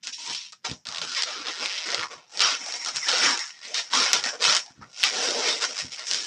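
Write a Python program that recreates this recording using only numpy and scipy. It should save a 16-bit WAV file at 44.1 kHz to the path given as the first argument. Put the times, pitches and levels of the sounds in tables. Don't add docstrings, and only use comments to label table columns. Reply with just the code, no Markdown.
import sys
import numpy as np
from scipy import signal
from scipy.fft import rfft, irfft
from scipy.io import wavfile
from scipy.ndimage import uniform_filter1d

SR = 44100
rng = np.random.default_rng(int(sys.argv[2]) if len(sys.argv) > 2 else 0)


def put_to_file(sound):
    columns = np.atleast_2d(sound).T
    safe = np.clip(columns, -1, 1)
    whole_steps = np.round(safe * 32767)
    wavfile.write(sys.argv[1], SR, whole_steps.astype(np.int16))


N = 276355
TIME = np.arange(N) / SR
TICKS = TIME[::32]

# (frequency [Hz], level [dB per Hz])
HUSH_COLOUR = [(20, -24), (50, -16), (100, 11.5), (200, 15.5), (700, -12), (1500, 3.5), (6000, -8),
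               (10000, -18), (14000, -15)]
HUSH_DB = -76

# (start [s], length [s], rubbing level [dB], swell from start to end [dB], attack before the start [s],
#  bubble body [dB], taut skin [dB], air ring [dB], slip rate at that level [per s], unevenness [0-1],
#  bubble pitch [Hz], skin pitch [Hz])
HAND_STROKES = [(.033, .018, -42.5, 0, 0.0055, -28, -26, -1, 210.9, .15, 244.6, 1359),
                (.066, .018, -37, 0, 0.025, -16, -7, -3.5, 210.9, .15, 244, 1343),
                (.13, .014, -37.5, 0, 0.017, -43.5, -35, -1, 897.7, .2, 275, 2250),
                (.19, .085, -40.5, 6, .035, -19.5, -14, -0.5, 329.8, .3, 269.5, 975),
                (.285, .03, -35.5, 0, 0.033, -11.5, -8, -5, 330.2, .25, 258, 939),
                (.33, .16, -41, -19, 0.03, -40, -17, -4, 199.9, .08, 243, 1020),
                (.524, .008, -54, 0, 0.0027, -14, -13, -8, 219.6, .1, 838, 1265),
                (.649, .012, -31.5, 0, 0.0057, -9, -3, -6.5, 600.2, .3, 869, 900),
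                (.68, .036, -39.5, -3, 0.028, -2.5, -6, -3.5, 249.9, .4, 216, 913),
                (.862, .135, -44, 4, 0.0072, -7, -0.5, -1.5, 199.8, .5, 700.5, 1219),
                (1.018, .03, -35, -2.5, 0.0093, -8, -4.5, -4, 230.2, .45, 560, 1509),
                (1.075, .08, -37, 4, 0.063, -17, -3.5, -4, 260.1, .3, 221.5, 1397),
                (1.165, .045, -29, 0, 0.012, -21.5, -4.5, -6, 480, .15, 395, 1842),
                (1.28, .145, -37.5, -6, 0.059, -14.5, -3, -8, 281, .35, 450, 1231),
                (1.468, .032, -34.5, -1, 0.069, -7, -2, -9, 200, .3, 399, 1590),
                (1.51, .055, -39.5, -3, 0.031, -23, -4.5, -5, 179.9, .4, 698, 1562),
                (1.6, .055, -34.5, 5, 0.098, -9, -2.5, -5.5, 181.6, .4, 377, 2267),
                (1.69, .16, -35.5, -2, 0.086, -17.5, -6.5, -7.5, 230.2, .3, 600, 2210),
                (1.778, .007, -30, 0, 0.0085, -30, -18, -8, 439.9, .08, 599.4, 2201),
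                (1.86, .012, -35.5, 0, .015, -6.5, -2, -2, 229.9, .3, 280, 1900),
                (1.89, .06, -33, 0, 0.055, -4.5, 0, -5.5, 210, .4, 484.3, 1850),
                (1.975, .062, -35.5, -2.5, 0.047, -9, 0, -5.5, 149.8, .2, 396, 1128),
                (2.112, .022, -45, 0, .02, 0, 0.5, -4, 200.4, .4, 450, 1220),
                (2.16, .11, -59, -13, 0.03, -0.5, -5, -8, 239.4, .4, 864, 1246),
                (2.345, .045, -42.5, 9, 0.062, -2, -5, 2.5, 200.1, .4, 824.3, 1826),
                (2.407, .148, -27, -11, .012, -15.5, -4.5, -6.5, 340, .15, 524, 1420),
                (2.6, .12, -44, 2, 0.058, -5.5, 0, 5.5, 300.3, .3, 839, 2157),
                (2.738, .022, -37.5, 0, .02, -6.5, -2.5, 3, 300.1, .3, 697.3, 2156),
                (2.775, .07, -45, 2, 0.028, -10, -1.5, 6.5, 300.1, .3, 840, 2160),
                (2.868, .022, -33, 0, 0.025, -6.5, -2, 0.5, 260.3, .3, 787.5, 1180),
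                (2.9, .04, -45, -2, .02, -6.5, -4, 0, 259.8, .3, 601.3, 2021),
                (2.953, .025, -38.5, 0, 0.023, -12, 1, 6, 238.8, .3, 669, 2058),
                (2.99, .075, -45, 10, .02, -15, 0.5, 8.5, 260.5, .3, 669, 2035),
                (3.082, .135, -27, 0, 0.03, -10, -3, -3, 240, .2, 693, 1450),
                (3.235, .155, -30, -12, 0.064, -9.5, -1, -1.5, 220, .22, 325.1, 1572),
                (3.395, .11, -44.5, -14, 0.021, -20, 0, 5, 139.8, .35, 812.6, 1953),
                (3.54, .07, -54, 0, 0.063, -13, -6, -2.5, 150, .35, 802.5, 1953),
                (3.642, .02, -42, -1, 0.054, -17, -5, -6, 241.1, .1, 480, 1910),
                (3.68, .05, -47, -2, 0.025, -5, -3, 1.5, 240.5, .15, 559, 1942),
                (3.744, .055, -29, 0, 0.013, -18, -7.5, -6, 238, .15, 622.8, 1920),
                (3.83, .07, -52, -10, 0.029, -11, -2.5, 5, 200, .3, 610, 1990),
                (3.938, .115, -25.5, 0, 0.031, -13.5, -3.5, -3.5, 200.7, .3, 258, 1140),
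                (4.06, .06, -30, -4, 0.036, -10, -2, -4, 279.1, .3, 888.7, 2426),
                (4.135, .06, -28, -10, 0.0055, -9, -6, -3.5, 220.1, .3, 842, 1329),
                (4.241, .05, -35, -2, 0.036, -3.5, 2.5, 3, 99.4, .3, 864, 1585),
                (4.335, .018, -44.5, 0, 0.039, 6.5, 2.5, -1.5, 140.6, .25, 541, 1298),
                (4.43, .135, -23, -1, 0.029, -13.5, -4, -3.5, 185, .12, 685, 1220),
                (4.63, .09, -58, -8, 0.037, -3, 0.5, 2, 130.3, .15, 819.6, 833.3),
                (4.82, .012, -57, 0, .02, 3.5, 9.5, -4, 130.5, .15, 260, 1301),
                (4.76, 0.177, -67, 3, 0.11, 2, 1, -2, 300, .2, 259.2, 1330),
                (4.94, .085, -43.5, 18.5, 0.076, -16.5, -9.5, 0.5, 175.7, .15, 729, 1410),
                (5.039, .06, -28, -7, 0.0045, -14, -2.5, -3, 179.5, .2, 725.4, 2395),
                (5.13, .18, -31.5, 4, 0.068, -3.5, -5.5, -2, 230.8, .3, 510.6, 1530),
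                (5.33, .08, -33.5, 0, 0.057, -1, -5, -1.5, 239.8, .25, 489.2, 881),
                (5.42, .07, -29, 6.5, 0.045, -4.5, -3.5, -3.5, 298.5, .3, 523.2, 2201),
                (5.51, .085, -34, -7, 0.032, -5, -6, -1, 250.8, .3, 516, 2080),
                (5.625, .022, -28, 0, 0.049, -10, -4, -2, 209.6, .3, 439.5, 1470),
                (5.69, .04, -41, -4, 0.045, -3, -4.5, 2, 168.7, .35, 614, 2348),
                (5.778, .03, -34, 0, 0.055, -15, -5, -1, 140, .35, 549.5, 1840),
                (5.83, .075, -49, -10.5, 0.033, -11, -5, 2.5, 140.1, .35, 546, 1824),
                (5.927, 0.032, -41.5, -3.5, 0.039, -16, -10, -0.5, 171, .35, 578.4, 1894),
                (5.985, .07, -43.5, -7.5, 0.032, -10.5, -2.5, -3, 169.3, .35, 573.4, 1892),
                (6.076, 0.021, -38.5, 0.5, 0.041, -19, -8, 6, 215.1, .3, 502.7, 1610),
                (6.116, .154, -36, -11.5, 0.054, -14, -8.5, 0.5, 214.8, .3, 393, 1501)]
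ATTACK_DB = 20
RELEASE_DB_PER_S = 450
BODY_RELEASE_DB_PER_S, AIR_RELEASE_DB_PER_S = 337, 240
CREEP_DB, CREEP_DB_PER_S = -25, 150
BODY_ARCH_DB = 2
DB_PER_DOUBLING = 16
SLIP_MEMORY = .8
TREMOR_DB, TREMOR_PER_S = 0.89, 30
WANDER_OCTAVES, WANDER_PER_S = 0.097, 18
BUBBLE_SHARPNESS, SKIN_SHARPNESS = 2.4, 5.9

# (time [s], height [dB])
GRIP_CRISPNESS = [(0.1, -2), (.8, -2), (1.1, 2), (1.6, 2), (1.75, 3.5), (2.03, 4), (2.15, -1), (2.45, 0),
                  (2.62, -3), (3.05, -2), (3.2, 0), (3.5, 0), (3.9, -1), (4.55, -1), (4.95, -2.5), (5.3, 0)]
# (frequency [Hz], gain [dB])
SLIP_FILTER = [(60, -16), (150, -11), (300, -9), (500, -1.5), (800, -6), (1300, -3), (2500, 0), (4000, 1.5),
               (5700, 1.5), (6800, -2.5), (8000, -10), (9500, -22.5), (10800, -31.5), (12500, -48)]
# (frequency [Hz], width [Hz], lift [dB])
BALLOON_RESONANCES = [(257.4, 33, 5.5), (480, 34, 1.5), (965, 26, 3.5), (1387, 160, 5.5)]

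AIR_RING_DB, AIR_RING_FOLLOWS = -14, 1.7
CROSS_MODE_HZ, CROSS_MODE_WIDTH_HZ, CROSS_MODE_DB = 5450, 700, 0.5

# (time [s], rumble level [dB])
FINGER_PRESSES = [(0.3, -55.5), (.71, -45), (.89, -53.5), (1.02, -50), (1.41, -64), (2.0, -48), (2.17, -63),
                  (2.45, -54), (2.96, -54.5), (3.27, -50.5), (4.18, -55.5), (4.49, -47.5), (4.815, -46.5),
                  (5.18, -58), (5.245, -63), (5.845, -48), (6.14, -56)]
PRESS_RISE_DB_PER_S, PRESS_FALL_DB_PER_S = 498, 282
STROKE_RUMBLE_DB = -37.5
# (frequency [Hz], level [dB], time to fade by 60 dB [s])
LOW_BUBBLE_MODES = [(90, -13, 0.063), (135, -10.5, 0.15), (184, 6.5, 0.018), (258, -5.5, 0.15),
                    (282, -32, .07)]

# (time [s], crack level [dB], crack pitch [Hz], early flutter against the crack [dB])
FOLD_SNAPS = [(.0355, -27, 4800, 2), (.0713, -15, 5000, 0), (.0773, -19, 5000, 0), (.2983, -19, 4400, 2),
              (.3484, -18, 4800, 4), (.5228, -28, 5600, -1), (.5272, -28, 5300, -1), (.5317, -28, 5200, -1),
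              (.6971, -21, 4700, 5), (.7137, -22, 4700, 7), (.8535, -27, 4500, -3), (.8566, -26, 3800, -3),
              (.8695, -20, 4700, 5), (.8877, -18, 4300, 4), (.9152, -23, 4400, -4), (.924, -22, 4500, 4),
              (.9467, -20, 3600, 6), (.9596, -21, 3700, 6), (.9712, -19, 3800, 4), (.983, -16, 3800, 3),
              (1.0161, -15, 3800, 3), (1.1179, -18, 4200, 2), (1.1489, -19, 4600, 1), (1.2221, -8, 4400, 3),
              (1.2338, -9, 4600, 2), (1.2362, -11.5, 4200, 1), (1.4693, -17.5, 3600, 2),
              (1.4839, -17, 3600, 1), (1.6588, -11, 3200, 2), (1.9033, -13, 4400, -3),
              (1.9182, -13, 5000, -3), (1.9458, -5, 4300, -6), (1.9792, -17, 3000, -4),
              (1.9942, -16, 2800, 0), (2.0283, -19, 2000, -2), (2.0347, -19, 2000, -2),
              (2.3733, -17, 4700, 5), (2.3943, -8, 4300, -2), (2.405, -3.5, 4100, 1),
              (2.4193, -4.5, 4900, 1), (2.5069, -16, 5000, 3), (2.6622, -20, 5200, 0),
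              (2.7234, -17, 5100, 5), (2.7391, -18, 5000, 4), (2.8484, -15, 5600, 3),
              (2.8608, -15, 5700, 3), (2.886, -14, 5400, 0), (2.9608, -10, 5700, -1),
              (2.9675, -9.5, 5200, -1), (3.0845, -10, 4300, 4), (3.0885, -7, 4500, 3),
              (3.0925, -9, 3800, 3), (3.1152, -11, 4600, 1), (3.1276, -11, 4600, 1),
              (3.1822, -10, 5000, -1), (3.3754, -15, 5200, 1), (3.3927, -14, 5400, 0),
              (3.5052, -29, 2400, 2), (3.7441, -14, 5100, 3), (3.9354, -10, 3700, 2), (4.0008, -9, 4100, 4),
              (4.1318, 3, 5600, 1), (4.2395, -10, 4400, 0), (4.2537, -15, 4400, 2), (4.2896, -15, 4400, 1),
              (4.4062, -20, 4400, 3), (4.4407, -6.5, 3700, 2), (4.45, -6.5, 3900, 2),
              (4.5501, -6.5, 5700, 0), (4.5664, -5.5, 5800, 1), (4.6622, -30, 5300, 2),
              (5.0314, -7.5, 3600, 1), (5.0371, 1, 3400, 1), (5.4848, -11, 4200, 2), (5.6402, -12, 4400, 3),
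              (5.7873, -15, 4600, 0), (5.8003, -17, 4600, 0), (5.994, -20, 4400, 3), (6.0687, -21, 5000, 3),
              (6.1121, -7.5, 5200, 1), (6.1344, -8.5, 5100, 0), (6.1452, -8.5, 5100, 0)]
WRINKLES_PER_S, WRINKLE_DB, WRINKLE_SPREAD_DB = 6, 7.5, 1.5
WRINKLE_HZ, WRINKLE_FLUTTER_DB = 4500, 9.5

# (start [s], length [s], starting pitch [Hz], glide [octaves], level [dB])
SKIN_SQUEAKS = [(0.179, 0.032, 890, 0.2, -39.5), (0.227, 0.11, 939, 0.18, -37.5),
                (0.433, 0.048, 2834, 0.13, -48.5), (0.521, 0.02, 1154, 0.056, -39.5),
                (1.159, 0.053, 1830, 0.016, -42), (1.25, 0.096, 510, 0.76, -33.5),
                (1.353, 0.08, 380, -0.43, -39), (1.595, 0.064, 241, -0.013, -37),
                (1.926, 0.029, 835, -1.27, -24), (1.951, 0.049, 464, -0.11, -36),
                (2.001, 0.079, 1095, 0.062, -28.5), (2.04, 0.2, 1180, -0.13, -45),
                (2.473, 0.016, 1317, -0.3, -25), (2.503, 0.066, 260, 0.23, -42.5),
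                (2.598, 0.056, 269.7, -0.18, -43), (2.659, 0.041, 581.6, 0.068, -38.5),
                (2.78, 0.09, 2150, -0.28, -35), (3.014, 0.036, 2100, -0.14, -27),
                (3.05, 0.041, 1778, -0.063, -28), (3.13, 0.021, 480, 0.17, -26),
                (3.206, 0.067, 232.2, 0.033, -31), (3.261, 0.052, 1304, -0.12, -21),
                (3.377, 0.057, 1880, -0.058, -31.5), (3.42, 0.29, 2010, -0.19, -48.5),
                (3.686, 0.11, 480, 1, -37.5), (3.768, 0.069, 558.2, 0.31, -39),
                (3.922, 0.044, 997, 0.13, -18), (3.964, 0.072, 262.3, -0.21, -29.5),
                (4.244, 0.051, 220.5, .3, -36), (4.39, 0.046, 490, 0.089, -28.5),
                (4.641, 0.064, 777, -0.28, -45.5), (4.818, 0.019, 1306, -0.093, -37),
                (5.266, 0.066, 288, 0.55, -29), (5.32, 0.11, 475.6, -0.21, -31.5),
                (5.466, 0.096, 3735, -0.043, -26.5), (5.635, 0.021, 1331, 0.17, -23)]
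SQUEAK_SHARPNESS = 5.5

# (time [s], level [dB])
HAND_BUMPS = [(0.697, -31), (0.714, -21), (0.728, -35), (4.706, -43.5), (4.777, -42), (4.792, -36),
              (4.813, -39), (5.846, -28.5)]

CUTOFF_HZ = 16000


def from_db(db):
    return 10 ** (np.asarray(db) / 20)


def band(x, low_hz, high_hz, order=3):
    limits = [low_hz, min(high_hz, .45 * SR)]
    sections = signal.butter(order, limits, "band", fs=SR, output="sos")
    return signal.sosfilt(sections, x + 1e-18)


def coloured(x, spectrum):
    hz, db = np.transpose(spectrum)
    size = 4096
    grid = np.maximum(np.fft.rfftfreq(size, 1 / SR), 1)
    gain = from_db(np.interp(np.log(grid), np.log(hz), db))
    cepstrum = irfft(np.log(gain))
    cepstrum[1:size // 2] *= 2
    cepstrum[size // 2 + 1:] = 0
    response = irfft(np.exp(rfft(cepstrum)))
    return signal.oaconvolve(x, response)[:len(x)]


def resonance(x, hz, width_hz):
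    r = np.exp(-np.pi * width_hz / SR)
    top = np.array([1, 0, -1]) * (1 - r * r) / 2
    feedback = [1, -2 * r * np.cos(2 * np.pi * hz / SR), r * r]
    return signal.lfilter(top, feedback, x + 1e-18)


def moving_resonance(x, hz, sharpness, block=64):
    out, state = np.zeros(len(x)), np.zeros(2)
    for i in range(0, len(x), block):
        w = 2 * np.pi * hz[i] / SR
        r = np.exp(-w / (2 * sharpness))
        gain = (1 - r * r) / 2
        feedback = [1, -2 * r * np.cos(w), r * r]
        out[i:i + block], state = signal.lfilter([gain, 0, -gain], feedback, x[i:i + block], zi=state)
    return out


def tail(t60, size):
    h = rng.standard_normal(size) * np.exp(-np.log(1000) * np.arange(size) / SR / t60)
    return h / np.sqrt(np.sum(h ** 2))


def evened(x, size=900):
    power = uniform_filter1d(uniform_filter1d(x ** 2, size), size)
    return x / np.sqrt(np.maximum(power, 1e-14))


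def per_sample(values):
    return np.interp(TIME, TICKS, values)


def waver(per_s, size=1000):
    return np.interp(TIME * per_s, np.arange(size), rng.standard_normal(size))


def hush():
    noise = coloured(rng.standard_normal(N), HUSH_COLOUR)
    return from_db(HUSH_DB) * noise / noise.std()


def stroke_envelopes(release_db_per_s, arch_db=0):
    start, length, db, swell, attack = np.transpose(HAND_STROKES)[:5, :, None]
    before = np.maximum(start - TICKS, 0)
    after = np.maximum(TICKS - start - length, 0)
    from_middle = np.clip((TICKS - start) / length, 0, 1) - .5
    hold = db + swell * from_middle - arch_db * (2 * from_middle) ** 2
    release = np.maximum(-release_db_per_s * after, CREEP_DB - CREEP_DB_PER_S * after)
    return hold - ATTACK_DB * before / attack + release


def stroke_levels():
    body, taut, air = np.transpose(HAND_STROKES)[5:8, :, None]
    rubbing = stroke_envelopes(RELEASE_DB_PER_S)
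    body_layer = stroke_envelopes(BODY_RELEASE_DB_PER_S, BODY_ARCH_DB) + body
    air_layer = stroke_envelopes(AIR_RELEASE_DB_PER_S) + air
    layers = (rubbing, body_layer, rubbing + taut, air_layer)
    return [per_sample(layer.max(axis=0)) for layer in layers]


def grip(size=30):
    envelopes = stroke_envelopes(RELEASE_DB_PER_S)
    leading = np.array(HAND_STROKES)[envelopes.argmax(axis=0)].T
    _, _, db, *_, per_s, uneven, bubble_hz, skin_hz = leading
    effort_db = envelopes.max(axis=0) - db
    per_s = per_s * 2 ** np.maximum(effort_db / DB_PER_DOUBLING, -1)
    controls = (per_s, uneven, bubble_hz, skin_hz)
    return [per_sample(uniform_filter1d(control, size)) for control in controls]


def slips(per_s, uneven, stray_share, stray_db):
    travel = np.cumsum(per_s) / SR
    steps = np.arange(int(travel[-1]))
    fresh_share = np.sqrt(1 - SLIP_MEMORY ** 2)
    chance = signal.lfilter([fresh_share], [1, -SLIP_MEMORY], rng.standard_normal(len(steps)))
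    spacing = np.exp(chance * np.interp(steps, travel, uneven))
    slip_travel = np.cumsum(spacing / spacing.mean())
    at = np.minimum(np.searchsorted(travel, slip_travel), N - 1)
    train = np.zeros(N)
    train[at] = np.sqrt(spacing)
    train[-1] = 0
    falls = rng.random(N) < stray_share * per_s / SR
    stray = falls * rng.uniform(-1.11, 1, N) * np.sqrt(2)
    return train + from_db(stray_db) * stray


def skin(train, ring_db, ring_t60, count=6, size=3000):
    stay = size // 4
    spot = np.repeat(rng.integers(0, count, N // size * 4 + 8), stay)[:N]
    out = train
    for k in range(count):
        here = train * (spot == k)
        flutter = from_db(-4.5) * signal.oaconvolve(here, tail(.004, size // 10))[:N]
        ring = from_db(ring_db) * signal.oaconvolve(here, tail(ring_t60, size))[:N]
        out = out + flutter + ring
    return out


def tube_air(x, ring_db, ring_t60, size=12000):
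    ring = signal.oaconvolve(x, tail(ring_t60, size))[:N]
    ring = ring + from_db(CROSS_MODE_DB) * resonance(ring, CROSS_MODE_HZ, CROSS_MODE_WIDTH_HZ)
    return from_db(ring_db) * band(ring, 5130, 7600, order=10)


def creak(body_db, taut_db, rub_db, air_db):
    rubbing, body, taut, air = stroke_levels()
    per_s, uneven, bubble_hz, skin_hz = grip()
    crisp_db = np.interp(TIME, *np.transpose(GRIP_CRISPNESS))
    train = slips(per_s, uneven, stray_share=2.0, stray_db=-3.5 - crisp_db)
    rubbed = coloured(skin(train, ring_db=2 - crisp_db, ring_t60=.034, count=14), SLIP_FILTER)
    for hz, width_hz, lift_db in BALLOON_RESONANCES:
        rubbed = rubbed + (from_db(lift_db) - 1) * resonance(rubbed, hz, width_hz)

    bubble_pitch = bubble_hz * 2 ** (WANDER_OCTAVES * waver(WANDER_PER_S))
    bubble = rubbed + from_db(7) * moving_resonance(rubbed, bubble_pitch, BUBBLE_SHARPNESS)
    skin_pitch = skin_hz * 2 ** (WANDER_OCTAVES * waver(WANDER_PER_S))
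    pinched = rubbed + from_db(2) * moving_resonance(rubbed, skin_pitch, SKIN_SHARPNESS)

    voice = from_db(body + body_db) * evened(band(bubble, 187, 838, order=4))
    voice += from_db(taut + taut_db) * evened(band(pinched, 877, 2254, order=3))
    voice += from_db(rubbing + rub_db) * evened(band(rubbed, 2300, 5350, order=3))

    inside = coloured(skin(train, ring_db=2.5 - crisp_db, ring_t60=.034, count=10), SLIP_FILTER)
    ring_db = AIR_RING_DB + AIR_RING_FOLLOWS * np.clip(air - rubbing, -8, 8)
    air_sound = band(inside, 5150, 10400, order=6) + tube_air(inside, ring_db, ring_t60=0.2)
    voice += from_db(air + air_db) * evened(air_sound)

    tremor = from_db(TREMOR_DB * waver(TREMOR_PER_S))
    return tremor * voice + squeaks(rubbed, level_db=-8.0, sharpness=SQUEAK_SHARPNESS)


def kneading():
    s, db = np.transpose(FINGER_PRESSES)[:, :, None]
    rise, fall = PRESS_RISE_DB_PER_S * (s - TICKS), PRESS_FALL_DB_PER_S * (TICKS - s)
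    presses = db - np.maximum(rise, fall)
    return np.maximum(per_sample(presses.max(axis=0)), stroke_levels()[1] + STROKE_RUMBLE_DB)


def rumble(level_db, low_hz, high_hz):
    push = rng.standard_normal(N)
    modes = sum(from_db(db) * resonance(push, hz, np.log(1000) / (np.pi * t60))
                for hz, db, t60 in LOW_BUBBLE_MODES)
    low = band(modes + from_db(-11.0) * push, low_hz, high_hz, order=2)
    return from_db(kneading() + level_db) * evened(low, size=5000)


def sticking(hold_db, hold_s, size=2500):
    db = np.zeros(N)
    for s, *_ in FOLD_SNAPS:
        at = int(s * SR)
        wait = np.arange(min(at, size))[::-1] / SR
        span = slice(at - len(wait), at)
        db[span] = np.minimum(db[span], hold_db * np.exp(-wait / hold_s))
    return from_db(uniform_filter1d(uniform_filter1d(db, size=30), size=30))


def wrinkles(count=200):
    times = np.cumsum(rng.exponential(1, count)) / WRINKLES_PER_S
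    rubbing = np.interp(times, TIME, stroke_levels()[0])
    peaks = rubbing + WRINKLE_DB + WRINKLE_SPREAD_DB * rng.standard_normal(count)
    return [(s, db, WRINKLE_HZ, WRINKLE_FLUTTER_DB) for s, db in zip(times, peaks) if s < TIME[-1]]


def snaps(level_db, crack_cycles, flutter_db, flutter_t60, ring_db, ring_t60, size=5000):
    out, t = np.zeros(N + size), np.arange(size) / SR
    for s, peak_db, hz, loose_db in FOLD_SNAPS + wrinkles():
        crack = np.sin(2 * np.pi * hz * t) * (hz * t) * np.exp(-2 * hz * t / crack_cycles)
        crack *= from_db(peak_db + level_db) / np.abs(crack).max()
        shake = rng.standard_normal(size)
        shake = band(shake + 2 * resonance(shake, hz, hz / 2), 1270, 5930, order=2)
        shake = np.tanh(shake / shake.std())
        flutter_fade = from_db(-60 * t / flutter_t60)
        ring_fade = from_db(ring_db - loose_db - 60 * t / ring_t60)
        onset = np.minimum(hz * t / 2, 1) ** 2
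        waves = shake * (flutter_fade + ring_fade) * onset
        early = np.linalg.norm(waves[:size // 25])
        waves *= from_db(loose_db + flutter_db) * np.linalg.norm(crack) / early
        at = int(s * SR)
        out[at:at + size] += crack + waves
    out = band(band(out[:N], 420, 9900, order=4), 80, 8860, order=6)
    out = band(np.clip(out, -.88, .88), 400, 18000, order=2)
    return out + tube_air(out, ring_db=-15.0, ring_t60=0.18)


def squeaks(x, level_db, sharpness, size=2000):
    out = np.zeros(N)
    for s, length, hz, glide, db in SKIN_SQUEAKS:
        span = slice(int(s * SR) - size, int((s + length) * SR) + size)
        progress = np.clip((TIME[span] - s) / length, 0, 1)
        pitch = hz * 2 ** (glide * progress)
        q = sharpness * np.sqrt(hz / 1000)
        tone = moving_resonance(moving_resonance(x[span], pitch, q), pitch, q / 2)
        out[span] += from_db(db + level_db) * np.sin(np.pi * progress) * evened(tone)
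    return out


def bumps(level_db, soft_hz, size=12000):
    out, t = np.zeros(N + size), np.arange(size) / SR
    for s, db in HAND_BUMPS:
        at = int(s * SR)
        for hz, mode_db, t60 in LOW_BUBBLE_MODES:
            fade = np.exp(-np.log(1000) * t / t60)
            out[at:at + size] += from_db(db + mode_db + level_db) * np.sin(2 * np.pi * hz * t) * fade
    return band(out[:N], 90, soft_hz, order=2)


def room(x, wet_db, t60, size=20000):
    gap = np.zeros(int(0.0054 * SR))
    echoes = signal.oaconvolve(x, np.concatenate([gap, tail(t60, size)]))[:N]
    return x + from_db(wet_db) * band(echoes, 74, 8800, order=4)


def scene():
    balloon = creak(body_db=-1.18, taut_db=0.27, rub_db=0.8, air_db=0.7)
    balloon *= sticking(hold_db=-5, hold_s=.007)
    balloon += snaps(level_db=0.3, crack_cycles=.9, flutter_db=-3.2, flutter_t60=.012,
                     ring_db=-18, ring_t60=.07)
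    balloon += rumble(level_db=0.0, low_hz=60, high_hz=185)
    balloon += bumps(level_db=-9.0, soft_hz=450)
    mono = room(balloon, wet_db=-9.5, t60=0.11) + hush()
    return np.stack([mono, mono])


def record(dry):
    clipped = np.clip(dry, -1, 1)
    treble_cut = signal.cheby2(12, 70, CUTOFF_HZ, fs=SR, output="sos")
    return signal.sosfilt(treble_cut, clipped)


dry = scene()
out = record(dry)
put_to_file(out)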